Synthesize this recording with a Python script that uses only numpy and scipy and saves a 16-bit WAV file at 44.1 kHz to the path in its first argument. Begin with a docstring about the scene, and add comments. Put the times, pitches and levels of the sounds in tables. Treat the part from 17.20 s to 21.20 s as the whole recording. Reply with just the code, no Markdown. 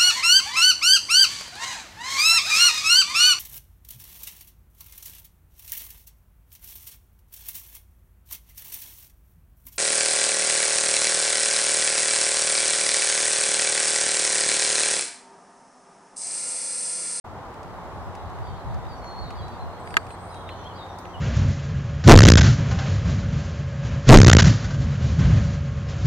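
"""An outdoor arena: a horse canters on soft sand, its hoofs barely heard under a far rush of air and
traffic, and its steel tack clinks once. Wind rumbles on the microphone, an engine hums far off, light
dry ticks come and go, and small birds whistle, echoing in the hedges. The camera's plastic housing
creaks in small ringing clicks as it pans, and once gives a sharp one."""
import sys
import numpy as np
from scipy import signal
from scipy.fft import rfft, irfft, next_fast_len
from scipy.io import wavfile
from scipy.ndimage import map_coordinates

SR = 44100
rng = np.random.default_rng(int(sys.argv[2]) if len(sys.argv) > 2 else 0)


def generate_wav(sig):
    """Save sig (samples, or channels by samples) to the path in sys.argv[1] as 16-bit PCM at SR."""
    pcm = np.round(np.clip(np.atleast_2d(sig).T, -1, 1) * 32767).astype(np.int16)
    wavfile.write(sys.argv[1], SR, pcm)


N = 176400  # 4 seconds


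def amp(db):
    """Turn decibels (dB) into a gain."""
    return 10 ** (np.asarray(db) / 20)


def unit(x):
    """Scale a sound to an average power of 1."""
    return x / np.sqrt(np.mean(x ** 2) + 1e-20)


def curve(rows):
    """Join (seconds, value) points with straight lines."""
    return np.interp(np.arange(N) / SR, *np.transpose(rows))


def wobble(rate):
    """A smooth random curve through `rate` points a second."""
    return map_coordinates(rng.standard_normal(int(N * rate / SR) + 4), [np.arange(N) * rate / SR])


def filtered(x, response):
    """Multiply each frequency in x by response(hz)."""
    size = next_fast_len(N + SR // 2)
    return irfft(rfft(x, size) * response(np.fft.rfftfreq(size, 1 / SR)), size)[..., :N]


def noise(colour):
    """Noise of power 1, shaped by (Hz, dB) points."""
    points_hz, db = np.transpose(colour)
    gain = lambda hz: amp(np.interp(np.log(hz + 1), np.log(points_hz), db))
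    return unit(filtered(rng.standard_normal(N), gain))


def add(track, start, sound):
    """Mix a sound into a track, `start` seconds in."""
    part = track[..., round(start * SR):][..., :sound.shape[-1]]
    part += sound[..., :part.shape[-1]]


def blows(rows, attack_s, fade_s):
    """Loudness of (seconds, dB) hits: each rises fast, then falls 60 dB in fade_s."""
    out, t = np.zeros(N), np.arange(SR // 4) / SR
    for start, db in rows:
        add(out, start, amp(db - 60 * t / fade_s) * (1 - np.exp(-t / attack_s)))
    return out


def stereo(shared, side):
    """Left and right, from what they share and what differs."""
    return np.array([shared + side, shared - side])


# The rush's colour, shared and side. Each row: frequency in Hz, relative level in dB.
AIR_COLOUR = [(80, -24), (160, -4.5), (230, -4.5), (400, -4), (600, -2.5), (790, 1.5), (1000, -0.5),
              (1250, -5.5), (1550, -12.5), (2000, -18), (2600, -27.5), (3500, -28.5), (5000, -34),
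              (7500, -37.5), (10000, -41.5), (15500, -47.5)]
AIR_SIDE_COLOUR = [(100, -24), (300, -14), (600, -16.5), (900, -11), (1400, -18), (2000, -20), (2700, -25),
                   (3500, -27.5), (5000, -31), (8000, -37), (12000, -43), (15500, -48)]
# Its loudness. Each row: time in seconds, relative level in dB.
AIR_LOUDNESS = [(0.1, -41.5), (0.25, -40.5), (1.03, -40), (1.15, -40), (3.55, -40.5), (4.0, -41)]

def air():
    """Far air and traffic blur into a steady rush, much the same left and right."""
    level = amp(curve(AIR_LOUDNESS) + 1 + 0.26 * wobble(9))
    return level * stereo(noise(AIR_COLOUR), amp(-11) * noise(AIR_SIDE_COLOUR))


# Strength of the gusts and swirls. Each row: time in seconds, relative level in dB.
GUST_LOUDNESS = [(0.06, -45.5), (0.19, -48.5), (0.73, -45.5), (0.77, -42), (0.95, -46), (1.1, -38.5),
                 (1.16, -50), (1.21, -34.5), (1.23, -50), (1.31, -33.5), (1.43, -54), (1.45, -36),
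                 (1.96, -48.5), (2.07, -31.5), (2.11, -56), (2.21, -34), (2.3, -46), (4.0, -45.5)]
SWIRL_LOUDNESS = [(.05, -48), (.42, -52), (.5, -39), (.62, -43), (.9, -35.5), (.96, -42.5), (1.32, -32),
                  (1.41, -42), (1.5, -28), (1.66, -33), (1.72, -41), (1.9, -39), (2.05, -31), (2.12, -37),
                  (2.22, -27), (2.3, -41.5), (2.44, -29), (2.52, -39), (2.66, -48), (2.75, -36),
                  (2.98, -52), (3.26, -45), (3.6, -54), (3.82, -62), (3.87, -40), (4, -46)]
# Their deep colours. Each row: frequency in Hz, relative level in dB.
GUST_COLOUR = [(15, -24), (30, -17), (55, 0.5), (90, 0.5), (130, -3), (200, -14.5), (300, -27.5),
               (600, -47), (2000, -84)]
SWIRL_COLOUR = [(15, -22), (30, -10), (55, -0.5), (90, 2.5), (130, -7.5), (200, -12), (300, -31),
                (600, -43), (2000, -80)]

def wind():
    """Gusts push on both sides of the microphone; swirls push one and pull the other."""
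    push = amp(curve(GUST_LOUDNESS) - 0.5 + 1.2 * wobble(22.1)) * noise(GUST_COLOUR)
    swirl = amp(curve(SWIRL_LOUDNESS) - 2 + 1.8 * wobble(21.8)) * noise(SWIRL_COLOUR)
    return stereo(push, swirl)


# The engine's tones. Each row: pitch in Hz, relative level in dB.
ENGINE_TONES = [(92.5, -49.5), (177.6, -56.5), (355.3, -60)]
# How the hum swells. Each row: time in seconds, level change in dB.
ENGINE_SWELL = [(0, -2), (2.3, -3), (2.8, 0.5), (4, 2)]

def engine():
    """A far engine hums in three low, unsteady tones."""
    tones = np.zeros(N)
    for hz, db in ENGINE_TONES:
        level = amp(db + 1.3 * wobble(6.18))
        pitch = hz * (1 + 0.0118 * wobble(8))
        tones += level * np.sin(2 * np.pi * np.cumsum(pitch) / SR)
    return np.sqrt(2) * amp(curve(ENGINE_SWELL)) * tones


def whistle(length_s, pitches, waver):
    """One fluttering bird note, gliding through three pitches."""
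    progress = np.linspace(0, 1, int(length_s * SR))
    flutter = lambda rate: map_coordinates(
        rng.standard_normal(64), [progress * length_s * rate], mode="mirror")
    glide = np.polyval(np.polyfit([0, .5, 1], pitches, 2), progress)
    hz = glide * (1 + waver * flutter(156))
    level = np.sqrt(np.abs(np.sin(np.pi * progress))) * amp(1.84 * flutter(70.4))
    return level * np.sin(2 * np.pi * np.cumsum(hz) / SR)


def hedge_echo(song, fade_s=0.62):
    """Hedges scatter a song into a soft echo, different left and right."""
    t = np.arange(SR // 2) / SR
    tail = rng.standard_normal((2, len(t))) * amp(-60 * t / fade_s)
    return signal.fftconvolve(song[None], tail / np.linalg.norm(tail[0]), axes=1)[:, :N]


# Loudness of the far birds. Each row: time in seconds, level in dB.
TWITTER_LOUDNESS = [(0, -76), (1, -64), (1.6, -62), (2.6, -64), (3.1, -64), (3.5, -59), (4, -61.5)]

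def far_birds(count=110, centre_hz=3627):
    """Many far chirps, heard only as a blur of echo."""
    song = np.zeros(N)
    starts = rng.uniform(0, N / SR, count)
    for start, (pitch, glide, size) in zip(starts, rng.standard_normal((count, 3))):
        pitches = centre_hz * np.exp(0.14 * pitch + 0.0996 * glide * np.array([.5, 0, -.5]))
        add(song, start, amp(2.6 * size) * whistle(0.05, pitches, waver=0.0177))
    return amp(curve(TWITTER_LOUDNESS)) * unit(hedge_echo(song))


# The plastic's ringing tones. Each row: pitch in Hz, relative level in dB, fade time in seconds,
# lag of the right side in radians.
PLASTIC_TONES = [(377, -28, 0.048, 0.65), (740, -27, .016, 0.9), (1050, -14.5, 0.015, 0.61),
                 (1270, -14, 0.029, 0.86), (1624, -9.5, .026, 1.4), (1770, -5, .02, 2.73),
                 (2040, -7, 0.016, 2.5), (2390, -16.5, 0.024, 2.16), (2720, -15.5, 0.015, 1.6),
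                 (3200, -15.5, 0.0089, 1.44), (4030, -26, 0.019, 0.94), (4540, -25, .015, 0.98),
                 (7150, -21, 0.011, 0.95), (10400, -36, 0.011, 1.5)]
# The main clicks. Each row: start in seconds, relative level in dB, the ring's brightness in dB per kHz.
PLASTIC_CLICKS = [(0.189, -41, 0), (.447, -41, -2), (1.187, -27.5, -2.5), (1.271, -39, -0.5),
                  (1.652, -36, -0.5), (1.668, -39, -0.5), (1.844, -33, 0), (2.674, -28.5, 0),
                  (2.741, -16.5, -1.5), (2.7677, 1, -0.5), (2.771, -8, 0.5), (2.905, -31, -0.5),
                  (3.666, -39, 1), (3.8555, -32, -0.5)]
# The crack in each click. Each row: frequency in Hz, relative level in dB.
CRACK_COLOUR = [(200, -19), (1500, -1.5), (4000, -3), (8000, -20.5), (11000, -13.5), (13000, -27),
                (16000, -34)]

def housing(faint_count=30):
    """Each click is a tiny crack that briefly rings the camera's plastic shell."""
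    out, t = np.zeros((2, N)), np.arange(SR // 16) / SR
    faint_clicks = [(rng.uniform(0, N / SR), rng.normal(-46, 3), -1) for _ in range(faint_count)]
    hiss = np.array([noise(CRACK_COLOUR), noise(CRACK_COLOUR)])
    attack_s, crack_fade_s = 0.00016, 0.016
    for start, db, brightness in PLASTIC_CLICKS + faint_clicks:
        ring = np.zeros((2, len(t)))
        for k, (hz, tone_db, fade_s, lag) in enumerate(PLASTIC_TONES):
            level = amp(tone_db + brightness * hz / 1000 - 60 * t / fade_s)
            ring += (-1) ** k * level * np.sin(2 * np.pi * hz * t - np.array([[0], [lag]]))
        cut = rng.integers(N - len(t))
        crack = amp(-14.5 + 2 * brightness - 60 * t / crack_fade_s) * hiss[:, cut:cut + len(t)]
        add(out, start, amp(db) * (ring + crack) * (1 - np.exp(-t / attack_s)))
    return out


# A hoof's thud in sand. Each row: frequency in Hz, relative level in dB.
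THUD_COLOUR = [(40, -12), (110, -31), (300, -15), (800, 6), (3000, -47), (9000, -58)]

def hoofs(first_s=0.34, stride_s=0.5, gap_s=0.11, rise_db_per_s=2):
    """Three soft thuds a stride, growing louder as the horse nears."""
    beats = [first_s + stride * stride_s + beat * gap_s for stride in range(7) for beat in range(3)]
    thuds = [(start, -45 + rise_db_per_s * start + rng.normal(0, 1.1)) for start in beats]
    return blows(thuds, attack_s=0.012, fade_s=0.058) * noise(THUD_COLOUR)


# The dry ticks. Each row: start in seconds, relative level in dB, extra grit in dB.
DRY_TICKS = [(.341, -56.5, 5.5), (.43, -53.5, 7), (0.951, -44.5, 1), (1.098, -59, 6), (1.543, -51.5, 2.5),
             (2.105, -43, -2), (2.281, -51.5, 5), (2.705, -45.5, -2), (2.867, -49, 1), (2.905, -43, -7),
             (3.143, -51, 5), (3.29, -33.5, -22), (3.442, -54, 2), (3.853, -42.5, -16)]
# A tick's body and its grit. 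Each row: frequency in Hz, relative level in dB.
BODY_COLOUR = [(500, -25), (1300, -12), (1800, 3), (2500, 16), (3600, -4), (5000, -13), (9000, -28)]
GRIT_COLOUR = [(2000, -25), (4500, 10), (10000, -3), (15000, -20)]

def ticks(fade_s=0.03):
    """Light ticks from straight ahead, each a duller body plus some bright grit."""
    body = blows([(start, db + 0.5) for start, db, _ in DRY_TICKS], 0.0004, fade_s)
    grit = blows([(start, db + extra - 2) for start, db, extra in DRY_TICKS], 0.00048, fade_s)
    shared, side = [body * noise(BODY_COLOUR) + grit * noise(GRIT_COLOUR) for _ in range(2)]
    return stereo(shared, amp(-10) * side)


# The birds' notes. Each row: start and length in seconds, first, middle and last pitch in Hz,
# relative level in dB.
BIRD_NOTES = [(1.219, 0.094, 4800, 4620, 4400, -58.5), (1.353, 0.069, 4170, 4120, 4000, -60),
              (1.68, 0.085, 4900, 4620, 4400, -54.5), (1.754, 0.055, 5650, 5660, 5400, -60),
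              (1.838, 0.05, 5760, 6130, 6100, -57), (1.819, 0.2, 4310, 4254, 4300, -48),
              (1.977, 0.082, 4340, 4326, 4110, -45.5), (2.025, 0.073, 4150, 3850, 3720, -49),
              (2.153, 0.055, 4900, 4630, 4480, -53.5), (2.175, 0.05, 3510, 3310, 3220, -55),
              (2.208, 0.074, 3950, 3990, 3840, -51.5), (2.29, 0.1, 4520, 4490, 4630, -59),
              (2.385, 0.062, 4100, 4130, 4180, -54), (2.59, 0.025, 8340, 8000, 7750, -57),
              (2.633, .13, 8460, 8220, 8170, -53), (2.648, 0.18, 4800, 4670, 4480, -58),
              (2.859, .1, 8120, 8210, 8130, -51.5), (2.89, 0.056, 4200, 4100, 4130, -58),
              (2.98, 0.21, 8400, 8230, 8200, -62), (3.019, 0.063, 8520, 8840, 8630, -56),
              (3.096, 0.081, 8900, 8800, 8720, -53.5), (3.09, .025, 4700, 4900, 5200, -58),
              (3.112, .085, 4190, 3790, 3860, -50), (3.264, 0.043, 3640, 3670, 3300, -49),
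              (3.282, 0.047, 3860, 4100, 4350, -50.5), (3.31, 0.033, 3070, 2970, 2870, -51.5),
              (3.34, 0.113, 6120, 5910, 5860, -62), (3.45, 0.033, 3120, 3220, 3430, -44.5),
              (3.491, 0.047, 3180, 2987, 2890, -52.5), (3.55, .028, 4750, 4750, 5200, -54),
              (3.569, 0.099, 4164, 3710, 3750, -47.5), (3.68, 0.08, 5840, 5700, 5770, -62),
              (3.788, 0.12, 5950, 5950, 5800, -61), (3.935, 0.04, 3220, 2890, 3000, -45)]

def near_birds(left_lag_s=0.00005):
    """Thin whistles reach the right side first, trailed by their echo from the hedges."""
    song = np.zeros(N)
    for start, length_s, *pitches, db in BIRD_NOTES:
        add(song, start, amp(db + 1) * whistle(length_s, pitches, waver=0.0049))
    direct = filtered(song, lambda hz: np.exp(1j * np.pi * hz * left_lag_s * np.array([[-1], [1]])))
    return direct + amp(-2) * hedge_echo(song)


# The steel's ringing tones. 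Each row: pitch in Hz, relative level in dB, fade time in seconds.
STEEL_TONES = [(4870, -2, .05), (6080, -13, .05), (9450, -3, .05), (10200, -5, .04), (12400, -15, .18),
               (14830, -15, .2)]

def tack(start_s=3.786, clink_db=-47):
    """A small steel piece of the horse's gear ticks once and rings briefly."""
    ring, t = np.zeros((2, N)), np.arange(SR // 4) / SR
    for hz, db, fade_s in STEEL_TONES:
        tone = np.sin(2 * np.pi * (hz * t + rng.random((2, 1))))
        add(ring, start_s, amp(clink_db + db - 60 * t / fade_s) * tone)
    tick = blows([(start_s, clink_db + 3)], attack_s=0.001, fade_s=0.044)
    return ring + tick * np.array([noise(GRIT_COLOUR), noise(GRIT_COLOUR)])


def scene():
    """All the sounds add up at the microphone."""
    background = air() + wind() + engine()
    return background + hoofs() + ticks() + tack() + near_birds() + far_birds() + housing()


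def record(dry):
    """The sound fades in after a brief silence, with the highest treble cut off."""
    silent_s, fade_in_s, top_hz = 0.0405, 0.0095, 15800
    fade_in = np.clip((np.arange(N) / SR - silent_s) / fade_in_s, 0, 1)
    return filtered(dry * fade_in, lambda hz: hz < top_hz)


dry = scene()
out = record(dry)
generate_wav(out)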